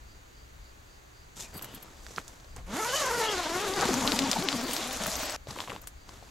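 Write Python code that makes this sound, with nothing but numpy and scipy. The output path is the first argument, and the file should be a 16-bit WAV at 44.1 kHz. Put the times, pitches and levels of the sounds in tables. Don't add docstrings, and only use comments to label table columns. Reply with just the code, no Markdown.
import sys
import numpy as np
from scipy import signal
from scipy.fft import rfft, irfft, next_fast_len
from scipy.io import wavfile
from scipy.ndimage import uniform_filter1d

SR = 44100
rng = np.random.default_rng(int(sys.argv[2]) if len(sys.argv) > 2 else 0)


def unload_audio(sound):
    columns = np.transpose(np.atleast_2d(sound))
    steps = np.round(np.clip(columns, -1, 1) * 32767)
    wavfile.write(sys.argv[1], SR, steps.astype(np.int16))


N = 277830
TIME = np.arange(N) / SR


def amp(db):
    return 10 ** (np.asarray(db) / 20)


def unit_rms(x):
    return x / np.sqrt(np.mean(x ** 2) + 1e-20)


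def curve(points, t):
    return np.interp(t, *np.transpose(points))


def per_bin(points, size):
    hz, value = np.transpose(points)
    return np.interp(np.log(np.fft.rfftfreq(size, 1 / SR) + 1), np.log(hz + 1), value)


def envelopes(rows):
    times, *columns = np.transpose(rows)
    t = np.arange(times[0], times[-1], 1 / SR)
    return round(times[0] * SR), [np.interp(t, times, c) for c in columns]


def add(mix, at, sound):
    part = mix[:, at:at + sound.shape[-1]]
    part += sound[..., :part.shape[1]]


def pan(db):
    return amp(np.outer([.5, -.5], db))


def coloured(x, spectrum):
    size = next_fast_len(x.shape[-1])
    return unit_rms(irfft(rfft(x, size) * amp(per_bin(spectrum, size)), size)[..., :x.shape[-1]])


def stereo(pair, correlation):
    size = pair.shape[-1]
    same = np.clip(per_bin(correlation, size), -1, 1)
    mid, side = np.sqrt((1 + same) / 2) * rfft(pair[0]), np.sqrt((1 - same) / 2) * rfft(pair[1])
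    return irfft(np.array([mid + side, mid - side]), size)


def drift(count, smooth_s):
    width = max(round(smooth_s * SR), 1)
    return unit_rms(uniform_filter1d(uniform_filter1d(rng.standard_normal(count), width), width))


def ring(x, hz, width_hz):
    turn = np.exp(2j * np.pi * np.cumsum(hz * np.ones(x.shape[-1])) / SR)
    pole = np.exp(-np.pi * width_hz / SR)
    return 2 * (turn * signal.lfilter([1 - pole], [1, -pole], x / turn)).real


def whistles(rows, source, t):
    return sum(amp(db) * np.exp(-((t - s) / half) ** 2) * unit_rms(ring(ring(source, hz, 2 * w), hz, w))
               for s, half, hz, w, db in rows)


def fabric_smear(x, decay_s, wet):
    tail = rng.standard_normal((2, 2000)) * np.exp(-np.arange(2000) / SR / decay_s)
    tail *= wet / np.linalg.norm(tail, axis=1, keepdims=True)
    return x + signal.oaconvolve(x[None], tail, axes=1)[:, :len(x)]


# (frequency [Hz], gain [dB])
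HISS_EQ = [(65, -47), (110, 7.5), (189, -12.5), (210, -5.5), (287, -1.5), (525, -4), (1690, -6),
           (3080, -13), (4680, -13), (5090, -20), (6670, -11.5), (8930, -24.5), (16000, -26)]
WIND_EQ = [(11, -19), (18, 5), (50, 2), (63, 6), (87, -4), (151, -15), (200, -13), (260, -45), (440, -120)]
WIND_LEVEL = [(0, -52), (1.2, -56), (1.7, -54), (2.3, -53.5), (2.57, -46), (2.8, -54.5), (4.3, -48.5),
              (4.6, -54.5), (5.47, -52), (6.3, -53.5)]
# (frequency [Hz], correlation [-1..1])
OUTDOOR_IMAGE = [(60, 1), (180, 0.65), (550, -0.32), (1650, -0.34), (4970, 0.55), (15000, 0.99)]
def outdoor_air():
    hiss = coloured(rng.standard_normal((2, N)), HISS_EQ) * amp(-55.5)
    wind = coloured(rng.standard_normal((2, N)), WIND_EQ) * amp(.99 * drift(N, .032))
    gusts = amp(curve(WIND_LEVEL, TIME) - 2 * drift(N, .11))
    return stereo(hiss, OUTDOOR_IMAGE) + stereo(wind, OUTDOOR_IMAGE) * gusts * pan(2.1)


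# (time [s], level [dB])
CRICKET_LEVEL = [(0, -65.5), (1.3, -65.5), (2.1, -66), (5.5, -67.5), (6.3, -67.5)]
def cricket(period_s=.268, first_s=.125, wing_hz=4720):
    chirps = np.clip(.35 + .75 * np.cos(2 * np.pi * (TIME - first_s) / period_s), 0, 1)
    wings = ring(ring(rng.standard_normal((2, N)), wing_hz, 450), wing_hz, 450)
    return amp(curve(CRICKET_LEVEL, TIME)) * chirps * unit_rms(wings + .44 * wings[::-1])


# (frequency [Hz], gain [dB])
SWISH_EQ = [(590, -50), (1000, -27), (1280, -6), (3670, 7.5), (4730, 3.5), (7530, 9), (9380, 0.5),
            (12100, 3), (16000, -15)]
FLAP_EQ = [(47, -33), (80, 2), (156, 1), (865, -3), (962, -3), (1590, -6.5), (3000, -14.5), (3900, -17.5),
           (6600, -120)]
# (frequency [Hz], correlation [-1..1])
TENT_IMAGE = [(60, 0.89), (180, 0.96), (550, 0.97), (1650, 0.89), (4970, 0.82), (15000, 0.61)]
# (peak time [s], rise [s], fall [s], swish [dB], flap [dB], swish centre [Hz], pan [dB])
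RUSTLE_CUES = [(1.37, 0.0093, 0.18, -50, -49, 6300, 2), (1.414, 0.059, 0.053, -41, -59, 6000, 1),
               (1.559, 0.037, 0.039, -57, -45, 4740, 1), (1.635, 0.066, .16, -53, -47, 4170, 1),
               (1.702, 0.065, 0.18, -69, -61, 3100, 9), (1.76, 0.032, 0.45, -57.5, -53, 4700, 1),
               (2.12, 0.17, 0.19, -53, -55.5, 5930, -2), (2.18, 0.016, 0.04, -47, -43, 3650, 2),
               (2.284, 0.052, 0.42, -60, -57, 6000, 1), (2.567, 0.0083, 0.052, -58, -46.5, 5570, -2),
               (5.485, 0.016, 0.2, -47.5, -45, 4500, 1.5), (5.605, 0.054, 0.086, -44, -45, 3200, -0.5),
               (5.705, 0.04, 0.097, -47, -41, 3100, 0.5), (5.839, 0.026, 0.012, -53, -49.5, 6200, 2),
               (6.092, 0.038, 0.45, -57.5, -54, 4870, 1)]
def rustle(peak, rise, fall, swish_db, flap_db, centre_hz, pan_db):
    at, (shape_db,) = envelopes([(peak - rise, -12), (peak, 0), (peak + fall, -12)])
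    count, size = len(shape_db), SR // 2
    clumps = amp(2.5 * (drift(size, .0023) + .15 * drift(size, .0047)))
    swish, flap = clumps * rng.standard_normal((2, 2, size))
    swish = coloured(swish, SWISH_EQ)
    swish = unit_rms(swish + 1.7 * ring(swish, centre_hz, 2500))
    cloth = amp(swish_db) * swish + amp(flap_db) * coloured(flap, FLAP_EQ)
    shape = amp(shape_db) * signal.windows.tukey(count, .1)
    return at, stereo(cloth, TENT_IMAGE)[:, :count] * shape * pan(pan_db)


# (peak time [s], half length [s], pitch [Hz], bandwidth [Hz], level [dB])
SQUEAK_CUES = [(1.421, 0.01, 3540, 119.4, -50), (1.453, 0.028, 2470, 250, -55),
               (1.557, .03, 4700, 150, -55), (1.678, 0.092, 2900, 300, -58), (1.75, 0.049, 3220, 400, -59),
               (1.874, 0.011, 1280, 200, -53)]
def finger_squeaks():
    return whistles(SQUEAK_CUES, rng.standard_normal(N), TIME)


# (time [s], strength [dB])
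TAB_HITS = [(1.5405, -47), (1.577, -39), (1.6232, -40), (1.6437, -37), (1.747, -41), (1.826, -43.5),
            (4.4375, -37), (4.733, -27), (4.764, -34), (4.927, -36), (5.0658, -27), (5.2554, -42),
            (5.305, -49), (5.815, -47), (5.874, -43)]
# (start [s], end [s], strength [dB], trim for modes under 10 kHz [dB])
TAB_SHIVERS = [(1.538, 1.603, -57.5, -3), (1.612, 1.674, -63, -8), (1.713, 1.77, -64, -7),
               (4.557, 4.784, -55, -0.5), (4.87, 4.956, -74, -8), (5.036, 5.1, -70, -4),
               (5.16, 5.33, -48.5, 2)]
# (frequency [Hz], gain [dB], 60 dB decay [s])
TAB_MODES = [(4650, -9, .02), (8000, -15, .02), (8720, -15, .022), (10200, -22, .012), (11800, -9, .016),
             (12250, -12, .008), (13900, -20, .01), (15450, -12, .014)]
def pull_tab():
    hits = np.zeros(N)
    for s, db in TAB_HITS:
        add(hits[None], round(s * SR), amp(db) * rng.standard_normal(200) * np.exp(-np.arange(200) / 230))
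    ticks = unit_rms((rng.random(N) < 900 / SR) * amp(4 * rng.standard_normal(N)))
    ticks *= amp(3 * drift(N, .078))
    gates = sum(amp([[db], [db + trim]]) * (TIME > start) * (TIME < end)
                for start, end, db, trim in TAB_SHIVERS)
    high, low = ticks * uniform_filter1d(gates, 600)
    chime = 0
    for hz, db, t60 in TAB_MODES:
        drive = low + amp(-18) * hits if hz < 10000 else high + amp(-8.5) * hits
        damping = np.log(1000) / t60
        mode = ring(drive, hz, damping / np.pi) * SR / (2 * damping)
        chime += amp(db + 3.5 * drift(N, .017)) * mode
    tick = ring(hits + .3 * high, 10500, 6000)
    return fabric_smear(amp(-7.5) * chime + amp(-6) * tick, decay_s=.0045, wet=1.5) * pan(.33)


# (time [s], crack [dB], crack pitch [Hz], thud [dB], thud pitch [Hz], pan [dB])
SNAP_CUES = [(1.540, -35, 9000, -44, 87, 0), (1.558, -48, 2000, -37.5, 204, 3),
             (1.5926, -28, 3050, -40, 1230, -7), (1.622, -27, 7500, -39, 1460, -8),
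             (1.644, -32, 2890, -36, 1290, 3), (1.739, -37, 1790, -37, 260, 1),
             (1.763, -40, 1500, -39.5, 196, 2), (2.0647, -28.5, 4440, -32.5, 1650, -6),
             (2.106, -42, 6500, -39, 454, 3), (2.161, -21.5, 4800, -48, 610, -6),
             (2.1811, -20.5, 2480, -16, 1330, -5), (2.279, -24.5, 6560, -59, 618, -3),
             (2.308, -49, 3400, -63, 600, 0), (2.399, -37, 4200, -51, 151, 0),
             (2.4443, -35, 4200, -47, 600, -4), (2.5626, -26, 6900, -42, 655, -4),
             (2.587, -36, 2200, -43, 750, 5), (3.7365, -13.5, 4500, -30, 900, 4),
             (3.8098, -10.5, 4960, -32, 1260, 2), (3.8774, -22, 2490, -32, 740, 2),
             (3.94, -8, 6000, -20, 1260, 1), (4.075, -3, 3700, -26, 810, 4),
             (4.1189, -7, 4000, -39, 683, 6), (4.164, -13, 4370, -44, 662, 5),
             (4.1897, -3.5, 5000, -14, 2390, 2.5), (4.2197, -12.5, 3430, -24.5, 527, 4),
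             (4.3136, -1, 5300, -42, 1430, 2), (4.3299, -8.5, 3580, -46, 563, 6),
             (4.4232, -13, 4200, -29, 830, 1), (4.486, -3, 3400, -31, 1330, 3),
             (4.5271, -11, 4060, -22, 1170, 3), (4.7647, -10.5, 4470, -34, 716, 0),
             (4.909, -16.5, 3430, -32, 696, 4), (5.036, -11.5, 6100, -37, 600, -2),
             (5.0605, -19, 2000, -20.5, 1250, 3), (5.1537, -14, 6100, -38, 700, -1),
             (5.4701, -32, 3880, -31.5, 576, 2), (5.483, -52, 1500, -34.5, 131, 2),
             (5.5075, -20.5, 4400, -34, 876, 2), (5.5619, -34, 2250, -28, 1010, 4),
             (5.573, -39, 2400, -33.5, 523, 2), (5.5866, -21.5, 2500, -37, 1040, 8),
             (5.593, -36, 2600, -26, 960, 1), (5.603, -15, 3370, -26, 1000, 6),
             (5.6154, -28, 4100, -30, 1040, 1), (5.638, -32, 2000, -38, 700, 2),
             (5.675, -26.5, 2780, -30, 1060, 4), (5.682, -36, 2500, -28.5, 1050, 0),
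             (5.696, -22, 2900, -39, 517, 3), (5.7015, -22.5, 2190, -38, 600, 10),
             (5.718, -45, 2810, -24.5, 1110, 4), (5.7297, -38, 1500, -33, 480, 4),
             (5.7617, -26, 3020, -29, 940, 2), (5.8717, -18, 8400, -37, 1390, 1),
             (6.0909, -27.5, 4630, -36, 1080, 1), (6.225, -48, 3700, -37.5, 760, 6)]
def snap(s, crack_db, crack_hz, thud_db, thud_hz, pan_db):
    t = np.arange(1800) / SR - .0012
    after = np.maximum(t, 0)
    cycles = after * crack_hz
    click = np.sin(2 * np.pi * cycles) * np.exp(-cycles / .95) * np.minimum(cycles * 1.6, 1)
    noise = rng.standard_normal((2, 1800))
    burst = noise[0] * .095 * np.exp(-abs(t) / .0043)
    tail = noise * .059 * np.exp(-after / .014) * (t > 0)
    width = 1.03 * crack_hz
    crack = 1.22 * click + .8 * ring(ring(burst + tail, crack_hz, width), crack_hz, width)
    thud = -np.sin(2 * np.pi * thud_hz * after) * np.exp(-after * thud_hz / 1.5)
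    return round(s * SR), (amp(crack_db) * crack + amp(thud_db) * thud) * pan(pan_db)


# (frequency [Hz], gain [dB])
PANEL_EQ = [(100, -20), (300, -7), (650, -2), (900, 0), (1200, 1.5), (1450, 1), (1900, -3), (2400, -8),
            (3000, -14), (3700, -22), (7000, -32)]
# (peak time [s], half length [s], pitch [Hz], bandwidth [Hz], level re buzz [dB])
SQUEAL_CUES = [(2.805, 0.068, 1365, 150, -9), (2.88, .02, 1474, 60, 0), (2.947, 0.044, 3010, 79, -1.5),
               (2.957, 0.094, 6400, 1410, -6), (3.294, 0.026, 3250, 109, -1.5),
               (3.282, 0.046, 2850, 130, -4.5), (3.815, 0.0099, 1260, 150, -5),
               (3.82, 0.0089, 800, 120, -12), (3.847, 0.014, 1280, 150, -4.5), (3.861, 0.01, 236, 80, -0.5),
               (3.896, 0.016, 386, 90, -10), (3.911, 0.0082, 260, 90, 6), (3.938, .01, 940, 150, 4),
               (4.034, 0.017, 864, 140, 4), (4.083, 0.007, 1310, 150, 5), (4.148, .015, 885, 100, -2),
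               (4.273, 0.016, 885, 89.5, 8), (4.34, 0.0059, 547, 100, 5), (4.369, 0.013, 834, 160, 8.5),
               (4.393, 0.016, 169, 70, 3), (4.49, 0.0052, 1290, 130, 4), (4.545, 0.04, 4690, 100, -4.5),
               (4.66, 0.028, 4620, 100, -4.5), (4.737, 0.017, 4700, 130, -7), (4.796, .02, 344, 90, -4),
               (5.2, 0.22, 640, 130, -4.5)]
def tooth_buzz(t, teeth, grip, uneven, hum_gain, buzz_gain):
    count = len(t)
    hum = grip * amp(2.5 * drift(count, .004)) * np.sqrt(2)
    hum *= np.cos(2 * np.pi * (teeth + .04 * drift(count, .003)))
    overtones = 0
    for k in range(2, 12):
        partial = np.cos(2 * np.pi * (k * teeth + rng.random() + .065 * drift(count, .004)))
        overtones += partial * amp(-4.5 * np.log2(k) + 3 * drift(count, .01))
    squeals = whistles(SQUEAL_CUES, overtones + 3.9 * rng.standard_normal(count), t)
    clarity = np.sqrt(1 - uneven)
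    buzz = clarity * coloured(grip * overtones, PANEL_EQ) + squeals
    return fabric_smear(np.sqrt(clarity) * hum_gain * hum + buzz_gain * buzz, decay_s=.006, wet=.2)


# (frequency [Hz], gain [dB])
GROWL_EQ = [(60, -15), (120, 1), (250, -0.5), (450, 3.5), (650, -10), (1000, -37)]
def door_shake(grip, uneven, hum_gain, buzz_gain):
    growl, rattle = np.sqrt(grip * uneven) * rng.standard_normal((2, 2, len(grip)))
    return .5 * hum_gain * coloured(growl, GROWL_EQ) + .4 * buzz_gain * coloured(rattle, PANEL_EQ)


# (frequency [Hz], gain [dB])
SCRAPE_EQ = [(100, -48), (600, 5), (1500, -3), (2300, -1), (3500, -1.5), (4670, -3.5), (6990, -4.5),
             (8500, -14), (10700, -16.5), (11900, -14.5), (13500, -24), (16000, -41)]
def slider_scrape(teeth, uneven, body_gain, fizz_gain, split_hz=8200, colour_hz=4530):
    count = len(teeth)
    puffs = (1 + np.exp(-(teeth % 1) / .23)) * amp(.23 * drift(count, .026) + 1.55 * drift(count, .029))
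    snags = rng.random(count) < 160 * uneven / SR
    snags = snags * amp(3.2 * np.clip(rng.standard_normal(count), -2, 2))
    puffs += 2.03 * signal.lfilter([1], [1, -np.exp(-1 / (.00061 * SR))], snags)
    scrape = coloured(puffs * rng.standard_normal((2, count)), SCRAPE_EQ)
    body, fizz = (signal.sosfilt(signal.butter(4, split_hz, band, fs=SR, output="sos"), scrape)
                  for band in ("low", "high"))
    roaming_hz = colour_hz * np.exp(.21 * drift(count, .054))
    body = unit_rms(body + .82 * ring(body, roaming_hz, 810))
    fizz = unit_rms(amp(2.8 * drift(count, .019)) * fizz)
    return body_gain * body + fizz_gain * fizz


# (time [s], buzz [dB], scrape body [dB], scrape fizz [dB])
STROKE_LEVELS = [(2.66, -60, -61, -72), (2.71, -40.5, -48.5, -55), (2.75, -40.5, -41, -45),
                 (2.8, -32, -36, -39.5), (2.9, -36.5, -37.5, -43), (2.95, -33.5, -35, -40),
                 (3.0, -31, -31.5, -41), (3.19, -31.5, -39, -41.5), (3.3, -34, -35.5, -46.5),
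                 (3.5, -38.5, -39, -50.5), (3.57, -31, -36, -43.5), (3.62, -34, -34.5, -47),
                 (3.67, -37, -36.5, -48), (3.76, -36.5, -37.5, -45), (3.81, -31, -34, -43),
                 (3.9, -32, -33.5, -44.5), (3.99, -39, -35, -47), (4.07, -37, -34, -38.5),
                 (4.22, -38, -36, -47), (4.34, -39.5, -37, -47.5), (4.45, -40.5, -37.5, -51),
                 (4.6, -40.5, -39, -51.5), (4.75, -41.5, -36.5, -43.5), (4.91, -42, -40, -48),
                 (5.07, -40.5, -39.5, -42), (5.255, -45.5, -35.5, -60.5), (5.366, -38, -41.5, -52)]
# (time [s], level [dB])
HUM_LEVEL = [(2.66, -61), (2.7, -43), (2.74, -40.5), (2.9, -39.5), (2.91, -36), (3.0, -41.5), (3.01, -34),
             (3.16, -39), (3.17, -29.5), (3.26, -41.5), (3.3, -31), (3.31, -35), (3.38, -36), (3.41, -45.5),
             (3.53, -39.5), (3.56, -31), (3.62, -36), (3.73, -34), (3.75, -40.5), (3.77, -33.5),
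             (3.86, -34), (3.9, -28.5), (3.93, -33), (3.96, -33.5), (4.06, -37.5), (4.23, -32.5),
             (4.3, -35.5), (4.32, -51), (4.37, -40), (4.49, -35.5), (4.5, -40.5), (4.56, -32.5),
             (4.6, -42.5), (4.63, -39), (4.67, -42), (5.01, -46.5), (5.04, -44.5), (5.17, -51),
             (5.31, -48.5), (5.37, -55)]
# (time [s], tooth rate [Hz])
TOOTH_RATE = [(2.66, 180), (2.72, 212), (2.77, 310), (2.804, 442), (2.842, 458), (2.86, 487), (2.92, 498),
              (2.966, 610), (2.99, 585), (3.01, 598), (3.046, 535), (3.066, 530), (3.14, 440), (3.17, 495),
              (3.19, 490), (3.21, 452), (3.29, 435), (3.35, 375), (3.4, 355), (3.46, 308), (3.534, 338),
              (3.6, 390), (3.65, 398), (3.7, 378), (3.75, 398), (3.8, 365), (3.83, 414), (3.89, 378),
              (3.92, 305), (3.95, 225), (3.99, 290), (4.07, 248), (4.12, 310), (4.15, 225), (4.22, 275),
              (4.39, 225), (4.43, 365), (4.455, 375), (4.475, 265), (4.5, 260), (4.525, 305), (4.56, 245),
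              (4.6, 212), (4.63, 255), (4.68, 340), (4.72, 240), (4.79, 330), (4.83, 205), (4.88, 265),
              (4.98, 265), (5.05, 200), (5.25, 300), (5.37, 300)]
# (time [s], unevenness [0..1])
UNEVENNESS = [(2.66, .2), (2.8, .08), (3.05, .1), (3.15, .2), (3.22, .07), (3.45, .14), (3.56, .07),
              (3.65, .15), (3.75, .1), (3.84, .4), (3.9, .3), (3.98, .2), (4.08, .6), (4.2, .1),
              (4.26, .15), (4.35, .7), (4.42, .14), (4.64, .16), (4.7, .35), (4.78, .45), (4.88, .3),
              (5.1, .7), (5.37, .8)]
# (time [s], pan [dB])
SLIDER_PATH = [(2.66, -2.5), (3.4, 0), (4.0, 1.5), (5.37, 1.5)]
def zipper():
    at, levels_db = envelopes(STROKE_LEVELS)
    buzz_gain, body_gain, fizz_gain = amp(levels_db)
    count = len(buzz_gain)
    t = (at + np.arange(count)) / SR
    uneven, hum_gain = curve(UNEVENNESS, t), amp(curve(HUM_LEVEL, t))
    wobble = .018 * drift(count, .005) + uneven * (.1 * drift(count, .002) + .24 * drift(count, .012))
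    teeth = np.cumsum(curve(TOOTH_RATE, t) * np.exp(wobble)) / SR
    slip_db = 1.3 + 4.5 * uneven
    grip = amp(slip_db * np.clip(drift(count, .014), -2, 2))
    grip /= np.exp((slip_db * np.log(10) / 20) ** 2)
    stroke = tooth_buzz(t, teeth, grip, uneven, hum_gain, buzz_gain)
    stroke += door_shake(grip, uneven, hum_gain, buzz_gain)
    stroke += slider_scrape(teeth, uneven, body_gain, fizz_gain)
    return at, stereo(stroke, TENT_IMAGE) * pan(curve(SLIDER_PATH, t)) * signal.windows.tukey(count, .003)


def scene():
    mix = outdoor_air() + cricket() + pull_tab() + finger_squeaks()
    add(mix, *zipper())
    for cue in RUSTLE_CUES:
        add(mix, *rustle(*cue))
    for cue in SNAP_CUES:
        add(mix, *snap(*cue))
    return mix


def record(dry):
    return signal.oaconvolve(dry, signal.firwin(511, 15900, window=("kaiser", 9), fs=SR)[None], "same")


dry = scene()
out = record(dry)
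unload_audio(out)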